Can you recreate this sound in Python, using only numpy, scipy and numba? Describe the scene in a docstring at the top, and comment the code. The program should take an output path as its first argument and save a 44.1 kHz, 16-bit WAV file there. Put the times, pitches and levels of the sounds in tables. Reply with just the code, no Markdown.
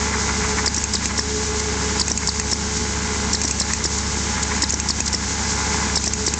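"""A workshop, with a phone's microphone close to a vibrating bowl feeder and its straight track.
From the start a fan rushes, the magnets hum, small parts rattle in the bowl and an air jet hisses along
the track. At 0.66 s, and about every 1.3 s after, pneumatic slides go through their cycle: valves puff,
ports chirp, slides click on their stops. After each burst the phone's gain control holds the machine
down, then lets it come back up."""
import sys
import numpy as np
from scipy import signal
from scipy.fft import rfft, irfft
from scipy.io import wavfile
from scipy.ndimage import uniform_filter1d
from numba import njit

SR = 44100
rng = np.random.default_rng(int(sys.argv[2]) if len(sys.argv) > 2 else 0)


def file_out(sig):
    """Save sig as 16-bit WAV at sys.argv[1]."""
    # one column per channel
    cols = np.atleast_2d(sig).T
    # limit, then scale
    lim = np.clip(cols, -1, 1)
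    pcm = np.round(lim * 32767).astype(np.int16)
    wavfile.write(sys.argv[1], SR, pcm)


N = 281799
TIME = np.arange(N) / SR
BOWL_HZ, COIL_BUZZ_HZ = 71.2, 200.05
TRAVEL_S = .0178  # from a valve opening to its piston arriving

# Tone colours of the noises at the microphone. Each row: frequency in Hz, relative level in dB.
FAN_COLOUR = [(20, -11), (38, -9.5), (60, -1.5), (85, -12.5), (120, -8), (160, -2), (220, 1), (290, -5.5),
              (400, -6.5), (620, -14.5), (1000, -15), (3000, -14.5), (9000, -29)]  # fan and workshop rumble
JET_COLOUR = [(1500, -23.5), (2500, -14), (3100, -11), (4000, -3.5), (5000, 1.5), (6000, 4), (6700, 5.5),
              (7400, 3), (8000, -5), (9000, -23)]  # air along the track
BOWL_COLOUR = [(300, -24), (430, 1.5), (620, -15), (850, 3.5), (1050, -1.5), (1250, -3), (1650, 2),
               (1900, -6.5), (2100, -0.5), (2450, -7), (2900, -21), (3600, -14), (8000, -36.5)]  # parts landing in the bowl
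CLINK_COLOUR = [(400, -19), (750, -12), (1050, 3), (1400, -2.5), (1700, -1), (2150, 4), (2700, -14),
                (6000, -20.5)]  # part against part
EXHAUST_COLOUR = [(1000, -32.5), (3200, -15), (4200, -8), (4900, -3), (5500, 4), (6300, -3), (7300, 3),
                  (8200, -7.5), (9000, -24)]  # air leaving a valve
KNOCK_COLOUR = [(100, -13), (300, 2.5), (600, -8.5), (1000, 0), (1400, -14.5), (1950, -1), (2600, -24),
                (5000, -33.5)]  # the machine's frame
CRACK_COLOUR = [(1500, -25.5), (3500, -15), (5000, -4), (6600, 5.5), (7600, -7.5), (9000, -14)]  # slide against stop
# Ring of struck metal. Each row: frequency in Hz, relative level in dB, seconds to fall 60 dB.
BOWL_RING = [(858.5, 0.5, 0.096), (1001, -0.5, 0.072), (1070, -4.5, 0.077), (1148, -8.5, 0.055),
             (1412, -2, 0.044), (1649, -8, 0.09), (2010, -3, 0.044)]
PART_RING = [(1100, -6, .025), (1700, -5, .025), (2120, 0, .04)]
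SLIDE_RING = [(2470, -13, 0.05), (2680, -15, 0.06), (4320, -21.5, 0.057), (5100, -14, .02),
              (6590, -4, 0.05), (7490, -0.5, 0.029)]
# Hum of bowl, track and magnet coils, with their sum and difference tones.
# Each row: frequency in Hz, relative level in dB.
HUM_TONES = [(50, -48), (57.65, -47), (71.2, -30), (84.75, -47), (101.6, -37), (142.4, -46), (159.3, -47),
             (172.8, -43), (186.5, -43), (200.05, -37), (213.6, -44), (227.15, -39), (271.25, -46),
             (284.8, -50), (304.8, -52), (342.45, -51), (498.4, -53)]
# Levels that change as the feeder runs. Each row: time in seconds, relative level in dB.
WALL_LEVEL = [(0.0, -36), (0.66, -32), (0.67, -40), (0.89, -36), (1.07, -46), (1.12, -37), (1.37, -29),
              (2.61, -38), (2.72, -34.5), (3.59, -41), (4.59, -38.5), (4.68, -43), (6.16, -38), (6.19, -31),
              (6.39, -39)]  # the bowl wall singing at six times the drive frequency
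RATTLE_LEVEL = [(0, -27), (.6, -28), (.9, -30), (4.9, -29.5), (5.9, -26), (6.06, -34.5), (6.39, -27.5)]  # loose parts in the bowl
# Brief swells. Each row: time of the peak in seconds, relative level in dB.
JET_SPURTS = [(1.435, -21), (1.6, -20.5), (2.772, -19), (3.481, -16), (3.986, -20), (4.432, -16),
              (4.697, -18), (5.064, -18), (5.081, -14.5)]
PART_TUMBLES = [(.14, -25), (.295, -25.5), (.448, -23), (.59, -21.5), (1.03, -29.5), (1.108, -27),
                (2.23, -27.5), (3.705, -25.5), (4.38, -28.5), (4.52, -26.5)]
# Cues of the machine cycles. Each row: when the slides set out, turn back and come home, in seconds.
CYCLE_CUES = [(0.659, 0.934, 1.0563), (1.995, 2.271, 2.3976), (3.33, 3.597, 3.7345), (4.6191, 4.886, 5.004),
              (5.955, 6.263, 6.3382)]
# Timing of the steps, by name. Each row: cue (0 out, 1 back, 2 home), wait after it in seconds.
STEP_WAITS = {"advance": (0, 0), "far stop": (0, .0858), "close": (0, .1022), "jaw stop": (0, .1806),
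              "retract": (1, 0), "raise": (1, .241), "home stop": (2, 0)}
# Air cylinders, by name. Each row: port whistle in Hz, the pitch it sinks to in Hz, relative chirp
# level in dB, relative thump level in dB, thump pitch in Hz, valve opening time in seconds.
AIR_CYLINDERS = {"feed": (5450, 3700, 7.5, -7, 421, .003), "grip": (6150, 5250, 11, -6, 700, .003),
                 "lift": (5550, 4850, 11.5, -4, 350, .0035)}
# Piston strokes of one cycle. Each row: step, relative level in dB, cylinder.
PISTON_STROKES = [("advance", -11.5, "feed"), ("close", -16, "grip"), ("retract", -11.5, "feed"),
                  ("raise", -14.5, "lift")]
# Slides hitting their stops in one cycle. Each row: step, relative level in dB, the frame's knock
# relative to that in dB, seconds for the crack to fall 60 dB.
SLIDE_STOPS = [("far stop", -10, -10, .017), ("jaw stop", -7, -29, .008), ("home stop", -6.5, -9, .014)]


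def undb(db):
    """Decibels to gain."""
    return 10 ** (np.asarray(db) / 20)


def unit(x):
    """Scale to rms 1."""
    return x / np.sqrt(np.mean(x ** 2))


def curve(rows):
    """Join (seconds, value) rows by straight lines."""
    return np.interp(TIME, *np.transpose(rows))


def walk(rate):
    """Smooth random drift of rms 1 that changes about rate times a second."""
    span = max(int(SR / rate), 2)
    steps = np.repeat(rng.standard_normal(N // span + 1), span)
    return unit(uniform_filter1d(uniform_filter1d(steps, span), span)[:N])


def colour(x, points, size=4096):
    """Minimum-phase filter with the given (Hz, dB) shape; white noise keeps its level."""
    hz, db = np.transpose(points)
    log_hz = np.log(np.fft.rfftfreq(size, 1 / SR) + 1)
    gain = unit(undb(np.interp(log_hz, np.log(hz), db)))
    cepstrum = irfft(np.log(gain))
    cepstrum[1:size // 2] *= 2
    cepstrum[size // 2 + 1:] = 0
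    return signal.fftconvolve(x, irfft(np.exp(rfft(cepstrum))))[:len(x)]


def noise(level, points):
    """White noise shaped by a level, then by a tone colour."""
    return colour(level * rng.standard_normal(N), points)


def fade(t, t60):
    """Exponential decay, 60 dB down after t60."""
    return np.exp(-np.log(1000) * t / t60)


def add(track, start_s, sound):
    """Mix a sound into the track."""
    i = max(int(start_s * SR), 0)
    track[i:i + len(sound)] += sound[:N - i]


def tone(hz):
    """A sine at a random starting phase, rms 1."""
    return np.sqrt(2) * np.sin(2 * np.pi * (hz * TIME + rng.random()))


def swells(rows, width_s):
    """Bell-shaped humps, one at each (seconds, dB) row."""
    track, t = np.zeros(N), TIME[:SR // 10] - 1 / 20
    for peak_s, db, *_ in rows:
        add(track, peak_s + t[0], undb(db) * np.exp(-.5 * (t / width_s) ** 2))
    return track


def ring(modes, detune=0):
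    """A struck body rings in decaying sines; detune scatters their pitches at each blow."""
    t = TIME[:SR // 10]
    return sum(undb(db) * fade(t, t60) * np.sin(2 * np.pi * hz * (1 + detune * rng.standard_normal()) * t)
               for hz, db, t60 in modes)


def schedule(steps):
    """Repeat the steps in every cycle. Each row returned: start in seconds, the step's own values."""
    rows = [(cues[STEP_WAITS[step][0]] + STEP_WAITS[step][1], *values)
            for cues in CYCLE_CUES for step, *values in steps]
    return [row for row in rows if row[0] < TIME[-1]]


def workshop_echo(x, t60):
    """Dense reflections from around the room, dying away."""
    t = TIME[:SR // 2]
    response = rng.standard_normal(len(t)) * fade(t, t60)
    return signal.fftconvolve(x, response / np.linalg.norm(response))[:N]


def fan(fan_db=-29.7, swell_db=0.3):
    """Room tone: the rush of the fan and the rumble of the workshop."""
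    return noise(1, FAN_COLOUR) * undb(fan_db + swell_db * walk(9))


def magnet_drive(hum_db=1.28, waver_db=0.3, sing_db=1.7, rough=0.34, wall_hz=420):
    """The magnets hum steadily; the bowl wall sings along unevenly as parts shift on it."""
    hum = sum(undb(db) * tone(hz) for hz, db in HUM_TONES)
    hum *= undb(hum_db + waver_db * walk(11))
    # shifting parts blur the tone and stir the wall's own resonance just below it
    wall = tone(6 * BOWL_HZ) + rough * (walk(45) * tone(6 * BOWL_HZ) + walk(30) * tone(wall_hz))
    return hum + unit(wall) * undb(curve(WALL_LEVEL) + sing_db)


def air_jet(jet_db=-26.0, flutter_db=1.24, drift_db=0.83, spurt_db=1, spurt_s=0.0041):
    """A steady jet pushes parts along the track, fluttering and spurting as they pass."""
    flow = undb(jet_db + flutter_db * walk(35) + drift_db * walk(3))
    spurts = undb(spurt_db) * swells(JET_SPURTS, spurt_s)
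    return noise(np.hypot(flow, spurts), JET_COLOUR)


def bowl_rattle(chatter_db=-4, hop_db=-2.0, scatter_db=2, beat_db=2.5, throb=0.16, swing_s=0.00026):
    """Parts are tossed once a stroke; the beat of bowl and coil buzz makes the strokes uneven."""
    strokes = np.arange(0, TIME[-1], 1 / BOWL_HZ)
    beat = np.sin(2 * np.pi * COIL_BUZZ_HZ * strokes)
    taps = np.zeros(N)
    at = np.clip((strokes + swing_s * beat) * SR, 0, N - 1).astype(int)
    taps[at] = undb(scatter_db * rng.standard_normal(len(at)) + beat_db * beat)
    chatter = unit(signal.fftconvolve(taps, np.diff(ring(BOWL_RING)))[:N])
    # loose parts land at random, a little harder at one point of the stroke
    landings = rng.standard_normal(N) * (rng.random(N) < .05)
    pulse = np.exp(throb * np.cos(2 * np.pi * BOWL_HZ * TIME))
    hops = unit(colour(landings * pulse, BOWL_COLOUR))
    return undb(curve(RATTLE_LEVEL)) * (undb(chatter_db) * chatter + undb(hop_db) * hops)


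def tumbles(tumble_db=2.5, width_s=0.008):
    """Parts tumble over each other and clink, brighter than the bowl."""
    return undb(tumble_db) * noise(swells(PART_TUMBLES, width_s), CLINK_COLOUR)


def ticks(tick_db=-3, scatter_db=3, detune=.03, count=60):
    """Now and then two parts touch and ring briefly, louder when the bowl rattles harder."""
    track = np.zeros(N)
    for start_s in rng.random(count) * TIME[-1]:
        add(track, start_s, undb(scatter_db * rng.standard_normal()) * ring(PART_RING, detune))
    return track * undb(curve(RATTLE_LEVEL) + tick_db)


def cylinders(hold_s=0.0029, puff_t60=0.068, hiss_db=-1.5, whistle_db=-8, build_s=0.00186, sink_s=0.0069,
              chirp_s=0.0025, chirp_t60=0.028, wander_hz=200, flicker=0.5, thump_s=0.0022, lead_s=0.002):
    """Air hisses from a valve; the port whistles with the pressure and chirps down as the piston lands."""
    t = TIME[:SR // 20]
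    hiss, whistles, knocks, thumps = np.zeros((4, N))
    strokes = schedule(PISTON_STROKES)
    turbulence = walk(1500)[:len(strokes) * len(t)].reshape(len(strokes), -1)
    for (start_s, db, name), wobble in zip(strokes, turbulence):
        full_hz, low_hz, chirp_db, thump_db, thump_hz, open_s = AIR_CYLINDERS[name]
        since_arrival = np.maximum(t - TRAVEL_S, 0)
        puff = np.minimum(t / open_s, 1) * fade(np.maximum(t - hold_s, 0), puff_t60)
        chirp = undb(chirp_db) * np.minimum(since_arrival / chirp_s, 1) * fade(since_arrival, chirp_t60)
        pressure = (1 - np.exp(-t / build_s)) * np.exp(-since_arrival / sink_s)
        pitch = low_hz + (full_hz - low_hz) * pressure + wander_hz * wobble
        port_tone = np.sin(2 * np.pi * np.cumsum(pitch) / SR)
        add(hiss, start_s, undb(db + hiss_db) * (puff + 0.38 * chirp))
        add(whistles, start_s, undb(db) * (undb(whistle_db) * puff + chirp) * port_tone)
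        # the cushioned piston thumps the frame just before the chirp
        push = np.exp(-.5 * ((t - TRAVEL_S + lead_s) / thump_s) ** 2) * undb(db + thump_db)
        add(knocks, start_s, push)
        add(thumps, start_s, 0.42 * push * np.sin(2 * np.pi * thump_hz * t))
    whistles *= 1 + flicker * walk(900)
    return whistles + thumps + noise(knocks, KNOCK_COLOUR) + noise(hiss, EXHAUST_COLOUR)


def slides(crack_db=-2, ring_db=-4, detune=0.014, knock_t60=0.012, scrape_db=-22, scrape_s=0.0032):
    """A slide hits its stop, metal on metal: a brief scrape, a crack, a ring and a knock of the frame."""
    t = TIME[:SR // 10]
    knocks, rings = np.zeros((2, N))
    stops = schedule(SLIDE_STOPS)
    cracks = undb(scrape_db) * swells(stops, scrape_s)  # the scrape around each crack
    for start_s, db, knock_db, crack_t60 in stops:
        add(cracks, start_s, undb(db + crack_db) * fade(t, crack_t60))
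        add(knocks, start_s, undb(db + knock_db) * fade(t, knock_t60))
        add(rings, start_s, undb(db + ring_db) * ring(SLIDE_RING, detune))
    return rings + noise(cracks, CRACK_COLOUR) + noise(knocks, KNOCK_COLOUR)


def scene(pneumatics_db=3, room_db=-16, room_t60=1.0):
    """Close to the machine, in mono: the pneumatics and their faint echo over the steady feeder."""
    pneumatics = undb(pneumatics_db) * (cylinders() + slides())
    steady = magnet_drive() + bowl_rattle() + tumbles() + ticks() + air_jet() + fan()
    return (steady + pneumatics + undb(room_db) * workshop_echo(pneumatics, room_t60))[None]


@njit
def follow(x, attack, release):
    """Envelope that rises at the attack rate and sinks at the release rate."""
    envelope, level = np.empty(len(x)), 0.
    for i in range(len(x)):
        level += (x[i] - level) * (attack if x[i] > level else release)
        envelope[i] = level
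    return envelope


def duck(dry, knee_db, attack_s, release_s, squeeze):
    """Gain that falls once the sound passes the knee, looking half a millisecond ahead."""
    envelope = follow(np.abs(dry[0]), 1 / (attack_s * SR), 1 / (release_s * SR))
    ahead = np.interp(TIME + .0005, TIME, envelope)
    return np.maximum(ahead / undb(knee_db), 1) ** -squeeze


def record(dry, bass_share=.35, bass_hz=250, top_hz=8550):
    """The phone ducks each burst fast and stays low through a cycle, less in the bass; it cuts treble."""
    quick = duck(dry, knee_db=-13, attack_s=0.00084, release_s=0.053, squeeze=0.46)
    slow = duck(dry, knee_db=-14.0, attack_s=0.0013, release_s=0.46, squeeze=0.37)
    gain = quick * slow
    bass = signal.sosfiltfilt(signal.butter(2, bass_hz, fs=SR, output="sos"), dry)
    ducked = bass * gain ** bass_share + (dry - bass) * gain
    return signal.sosfilt(signal.cheby1(12, .3, top_hz, fs=SR, output="sos"), ducked)


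dry = scene()
out = record(dry)
file_out(out)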